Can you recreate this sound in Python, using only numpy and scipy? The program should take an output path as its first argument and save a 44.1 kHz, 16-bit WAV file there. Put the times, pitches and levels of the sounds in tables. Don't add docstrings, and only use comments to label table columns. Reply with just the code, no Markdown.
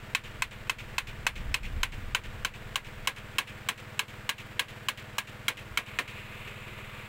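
import sys
import numpy as np
from scipy import signal
from scipy.fft import rfft, irfft, next_fast_len
from scipy.io import wavfile
from scipy.ndimage import uniform_filter1d, minimum_filter1d

SR = 44100
rng = np.random.default_rng(int(sys.argv[2]) if len(sys.argv) > 2 else 0)


def generate_wav(signal):
    frames = np.transpose(np.atleast_2d(signal))
    scaled = np.clip(frames, -1, 1) * 32767
    pcm = np.round(scaled).astype(np.int16)
    wavfile.write(sys.argv[1], SR, pcm)


N = 312228
TIME = np.arange(N) / SR


def from_db(db):
    return 10 ** (np.asarray(db) / 20)


def rms_one(x):
    return x / np.sqrt(np.mean(x ** 2) + 1e-20)


def coloured(x, spectrum):
    hz, db = np.transpose(spectrum)
    size = next_fast_len(N)
    f = np.fft.rfftfreq(size, 1 / SR) + 1e-6
    gain = from_db(np.interp(np.log(f), np.log(hz), db))
    gain = gain * np.minimum(f / hz[0], 1) ** 2
    return rms_one(irfft(rfft(x, size) * gain, size)[:N])


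def noise(spectrum):
    return coloured(rng.standard_normal(N), spectrum)


def clicks(times, heights):
    out = np.zeros(N)
    out[np.clip(np.round(times * SR).astype(int), 0, N - 1)] = heights
    return out + 1e-18


def decay_per_sample(t60):
    return from_db(-60 / (t60 * SR))


def ring(x, hz, t60):
    r, w = decay_per_sample(t60), 2 * np.pi * hz / SR
    return signal.lfilter([0, np.sin(w)], [1, -2 * r * np.cos(w), r * r], x)


def resonance(x, hz, width_hz):
    r, w = np.exp(-np.pi * width_hz / SR), 2 * np.pi * hz / SR
    return signal.lfilter(np.array([1, 0, -1]) * (1 - r * r) / 2, [1, -2 * r * np.cos(w), r * r], x)


def fade(x, t60):
    return signal.lfilter([1], [1, -decay_per_sample(t60)], x)


def swell(s, db, rise_t60, fall_t60):
    push = clicks(s, from_db(db))
    return fade(push, fall_t60) - fade(push, rise_t60)


def delayed(x, s):
    return np.interp(TIME - s, TIME, x, left=0)


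def high_pass(x, edge_hz):
    return signal.sosfilt(signal.butter(2, edge_hz, "high", fs=SR, output="sos"), x)


FIRINGS_PER_S, FIRST_FIRING_S = 19.007, .0255
CUT_S, CUT_LAG_S = 5.76, .0075
BEFORE_CUT_DB, AFTER_CUT_DB = -48, -45.5
# (frequency [Hz], width [Hz], rms level [dB])
EXHAUST_RESONANCES = [(52, 50, -57), (106.6, 34.6, -49.5), (126.2, 37.6, -55), (208.8, 22.4, -56.5),
                      (329.3, 8, -71), (493.3, 11.3, -63.5), (621.4, 32, -66)]
# (frequency [Hz], relative density [dB per Hz])
BEFORE_CUT_SPECTRUM = [(200, -9.5), (320, 0), (500, -2.5), (750, -4), (1050, -3.5), (1600, -0.5),
                       (2100, -2.5), (2700, -5.5), (3300, -9), (4400, -17), (6000, -23), (7700, -19.5),
                       (10000, -28.5), (15500, -24.5)]
# (frequency [Hz], relative density [dB per Hz])
AFTER_CUT_SPECTRUM = [(250, -8), (400, -4), (600, -6), (800, -8), (1100, -3), (1500, -4), (2100, -2),
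                      (2550, 0), (3150, -8), (3600, -10), (4600, -21), (5900, -27), (7500, -20),
                      (9300, -28), (15500, -26)]


def engine(uneven_db=0.15, repeat_share=0.29, throb_db=0.5, throb_phase=0.41, grain_db=0.97, grain_s=0.0087):
    lag_s = CUT_LAG_S * (TIME >= CUT_S)
    cycle = FIRINGS_PER_S * (TIME - FIRST_FIRING_S - lag_s)
    fired = TIME[1:][np.diff(np.floor(cycle)) > 0]
    puffs = clicks(fired, from_db(uneven_db * rng.standard_normal(len(fired))))

    exhaust = 0
    for hz, width, db in EXHAUST_RESONANCES:
        pipe = ring(puffs, hz, np.log(1000) / (np.pi * width))
        exhaust = exhaust - from_db(db) * rms_one(resonance(pipe, hz, width))

    one_cycle = rng.standard_normal(int(np.median(np.diff(fired)) * SR))
    repeating = rms_one(signal.fftconvolve(puffs, one_cycle)[:N])
    fresh = rng.standard_normal(N)
    clatter = np.sqrt(repeat_share) * repeating + np.sqrt(1 - repeat_share) * fresh
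    grain = rms_one(uniform_filter1d(rng.standard_normal(N), max(int(grain_s * SR), 1)))
    throb = np.cos(2 * np.pi * (cycle - throb_phase))
    clatter = clatter * from_db(throb_db * throb + grain_db * grain)

    before_cut = from_db(BEFORE_CUT_DB) * coloured(clatter, BEFORE_CUT_SPECTRUM)
    after_cut = from_db(AFTER_CUT_DB) * coloured(clatter, AFTER_CUT_SPECTRUM)
    return exhaust + np.where(TIME < CUT_S, before_cut, after_cut)


# (time [s], relative level [dB])
GUSTS = [(0, -48.5), (1.25, -42), (1.47, -35), (1.8, -34), (2.3, -41.5), (2.7, -46), (3.6, -54),
         (5.55, -56.5), (5.73, -47.5), (5.9, -53.5), (7.08, -54)]
# (frequency [Hz], relative density [dB per Hz])
BUFFET_SPECTRUM = [(12, 3.5), (25, 9), (40, 1.5), (70, 1), (100, -5.5), (180, -13.5), (300, -22),
                   (700, -56)]


def wind(level_db=-0.5):
    gust_db = np.interp(TIME, *np.transpose(GUSTS))
    return from_db(level_db + gust_db) * noise(BUFFET_SPECTRUM)


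# (time [s], seat [0-4])
CHISEL_SEATS = [(1.55, 0), (1.83, 1), (2.45, 1), (2.75, 1.7), (5.18, 2.1), (5.48, 2.8), (5.77, 3),
                (5.98, 4)]


def seat_at(s):
    return np.interp(s, *np.transpose(CHISEL_SEATS))


FRAME_DB = 1.0
# (time [s], relative level [dB], echo level relative to the blow [dB])
HAMMER_BLOWS = [(0.1491, -19, -1), (0.4214, -20.5, -1.5), (0.6960, -20.5, 3), (0.9814, -19.5, 2),
                (1.2666, -18, -0.5), (1.5422, -18.5, -1.5), (1.8318, -20, -1.5), (2.1483, -19.5, -1.5),
                (2.4484, -21, -1.5), (2.7571, -22.5, -1.5), (3.0731, -19, -1), (3.3835, -18, -2),
                (3.6875, -20, -1), (3.9926, -21.5, -2), (4.2920, -21, 2), (4.5940, -20, -1),
                (4.8853, -22, 3), (5.183, -22.5, -1), (5.4820, -20, 0.5), (5.7735, -22, -1.5),
                (5.9879, -23.5, 4)]
# (frequency [Hz], t60 [s], relative level [dB] with the chisel at seat 0, 1, 2, 3, 4)
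FRAME_MODES = [(289, 0.22, -35, -39, -27, -23, -5), (957, 0.019, 0, 2, -2, -4, -3),
               (1057, 0.03, 1, 2, 1, -22, -12), (1129, 0.036, -6.5, -5, -0.5, -5.5, -19),
               (1383, 0.032, -8, -5, -19, 6.5, -4), (1540, 0.036, -1.5, 4, -6, -10, -25),
               (1646, 0.11, -18, -25, -3, -8, -4), (1816, 0.044, -29, -32, -16, -23, 5.5),
               (2070, 0.029, 0.5, -9, -26, -10, 4), (2206, 0.052, -9, -5, -0.5, 5.5, -9),
               (2383, 0.043, -31, -4, -6, -1, 6.5), (2584, 0.037, 7, 1.5, -1, -4, 2),
               (2860, 0.025, -0.5, 3, 6.5, -8, -1), (3100, 0.036, -2, 2, 0.5, 4.5, -16),
               (3256, 0.028, -14, -10, 3.5, 2, -22), (3890, 0.043, -11.5, -8, -9.5, -6, -7),
               (3980, 0.047, -10, -4.5, -5, -3, -6), (4270, 0.059, -11.5, -33, -8.5, -19, -8),
               (5276, 0.02, -7, -10, -10, -10, -19), (6370, 0.023, -11, -4.5, -12, -20, -27),
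               (7580, 0.012, -5, -6, -7, -27, -10)]


def frame_ring(uneven_db=1.25, travel_s=0.00038):
    s, blow_db, _ = np.transpose(HAMMER_BLOWS)
    seat = seat_at(s)
    out = np.zeros(N)
    for k, (hz, t60, *seat_db) in enumerate(FRAME_MODES):
        mode_db = np.interp(seat, np.arange(len(seat_db)), seat_db)
        uneven = uneven_db * rng.standard_normal(len(s))
        strength = from_db(FRAME_DB + blow_db + mode_db + uneven)
        arrival = s + travel_s * rng.random(len(s))
        out += (-1) ** k * ring(clicks(arrival, strength), hz, t60)
    return out


def sheet_noise(s, spectrum, same_share=0.45):
    response = rng.standard_normal(int(np.diff(s).min() * SR))
    same = signal.fftconvolve(clicks(s, 0.97), response)[:N]
    fresh = rng.standard_normal(N)
    return coloured(np.sqrt(same_share) * same + np.sqrt(1 - same_share) * fresh, spectrum)


CRACK_DB, CRACK_T60_S, CRACK_DB_PER_SEAT = 0.83, 0.029, -0.27
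UNEVEN_DB = 0.1
SNAP_DB, SNAP_T60_S = -15, 0.05
HARD_SEAT, HARD_WIDTH_SEATS, HARD_SNAP_DB = 2.46, 1, 11
PANELS_DB, PANELS_T60_S, PANELS_DB_PER_SEAT = -3.5, 0.12, 1.55
BOOM_DB, BOOM_T60_S, BOOM_DB_PER_SEAT = -19, .16, 3.5
# (frequency [Hz], relative density [dB per Hz])
CRACK_SPECTRUM = [(400, -10), (650, -15.5), (950, -4.5), (1300, -6), (2000, -5), (3000, -0.5), (4000, -6),
                  (4800, -9.5), (5700, -9.5), (7500, -6), (9500, -16), (16000, -23)]
# (frequency [Hz], relative density [dB per Hz])
SNAP_SPECTRUM = [(6000, -4.5), (9000, -3.5), (12500, -6), (16000, -5.5)]
# (frequency [Hz], relative density [dB per Hz])
PANEL_SPECTRUM = [(650, -15.5), (1050, -1.5), (1270, -5.5), (1650, -1), (2400, 2), (3200, -4),
                  (4200, -11.5), (5000, -20), (8000, -19.5), (11000, -23.5), (16000, -27)]
# (frequency [Hz], relative density [dB per Hz])
BOOM_SPECTRUM = [(220, 0), (300, -6.5), (380, -6), (480, 0), (700, -8), (1100, -1), (3000, -56)]
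# (delay [s], relative level [dB])
WALL_ECHOES = [(0.089, -28.5), (0.111, -34)]
# (frequency [Hz], relative density [dB per Hz])
SCATTER_SPECTRUM = [(300, -22), (1000, -31), (1600, -0.5), (2500, 9), (3400, 0), (5000, -13.5), (7500, -13),
                    (10000, -25), (16000, -22)]


def hammer(spread_t60=0.03, scatter_db=-20.0, scatter_t60=0.18, scatter_rise_t60=0.014,
           rebound_db=-11, rebound_s=.0042, tick_db=-5.5, tick_t60=0.016):
    s, blow_db, echo_db = np.transpose(HAMMER_BLOWS)
    seat = seat_at(s)
    crack_db = CRACK_DB_PER_SEAT * seat + UNEVEN_DB * rng.standard_normal(len(s))
    snap_db = HARD_SNAP_DB * np.exp(-((seat - HARD_SEAT) / HARD_WIDTH_SEATS) ** 2)
    panel_db = PANELS_DB_PER_SEAT * seat
    boom_db = BOOM_DB_PER_SEAT * seat
    again = s + rebound_s * rng.uniform(0.47, 1.3, len(s))

    def contacts(level_db):
        return clicks(s, from_db(level_db)) + clicks(again, from_db(level_db + rebound_db))

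    crack = noise(CRACK_SPECTRUM) * fade(contacts(blow_db + crack_db + CRACK_DB), CRACK_T60_S)
    bite = contacts(blow_db + snap_db + SNAP_DB)
    snap_envelope = fade(bite, SNAP_T60_S) + from_db(tick_db) * fade(bite, tick_t60)
    snap = noise(SNAP_SPECTRUM) * snap_envelope
    panel_envelope = swell(s, blow_db + panel_db + PANELS_DB, spread_t60, PANELS_T60_S)
    panels = sheet_noise(s, PANEL_SPECTRUM) * panel_envelope
    boom = noise(BOOM_SPECTRUM) * swell(s, blow_db + boom_db + BOOM_DB, spread_t60, BOOM_T60_S)
    direct = high_pass(crack + snap + panels + frame_ring(), 490) + boom

    carry_db = np.interp(TIME, s, echo_db)
    outward = from_db(carry_db) * high_pass(direct, 2200)
    walls = sum(from_db(level_db) * delayed(outward, lag) for lag, level_db in WALL_ECHOES)
    first_return = s + WALL_ECHOES[0][0]
    scatter_envelope = swell(first_return, blow_db + echo_db + scatter_db, scatter_rise_t60, scatter_t60)
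    return direct + walls + noise(SCATTER_SPECTRUM) * scatter_envelope


# (time [s], dull knock level [dB], knock frequency [Hz], relative scrape level [dB])
CHISEL_SHIFTS = [(1.648, -67, 400, -37.5), (6.185, -56, 393, -43), (6.472, -45.5, 414, -39),
                 (6.691, -47, 367, -61), (6.800, -49, 395, -55), (6.923, -64, 404, -58)]


def handling(knock_t60=0.14, scrape_t60=0.13, scrape_rise_t60=0.026):
    s, _, _, scrape_db = np.transpose(CHISEL_SHIFTS)
    knocks = np.zeros(N)
    for at, knock_db, hz, _ in CHISEL_SHIFTS:
        knocks += ring(clicks(np.array([at]), from_db(knock_db)), hz, knock_t60)
    scrapes = noise(SCATTER_SPECTRUM) * swell(s, scrape_db, scrape_rise_t60, scrape_t60)
    return knocks + scrapes


def scene():
    return (engine() + wind() + hammer() + handling())[None]


def gain_control(x, threshold_db=-17, deepest_db=6.0, ahead_s=0.007, hold_s=0.078, glide_s=0.0026,
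                 release_db_per_s=253.0):
    over_db = np.clip(20 * np.log10(np.abs(x[0]) + 1e-9) - threshold_db, 0, deepest_db)
    held_db = -minimum_filter1d(-over_db, int((ahead_s + hold_s) * SR))
    held_db = delayed(held_db, (hold_s - ahead_s) / 2)
    ramp_db = release_db_per_s * TIME
    cut_db = np.maximum.accumulate(held_db + ramp_db) - ramp_db
    return x * from_db(-uniform_filter1d(cut_db, max(int(glide_s * SR), 1)))


CUTOFF_HZ = 15750


def record(dry):
    x = gain_control(dry)
    x = x / (1 + (x / .255) ** 4) ** .25
    return signal.sosfilt(signal.ellip(12, .1, 80, CUTOFF_HZ, fs=SR, output="sos"), x)


dry = scene()
out = record(dry)
generate_wav(out)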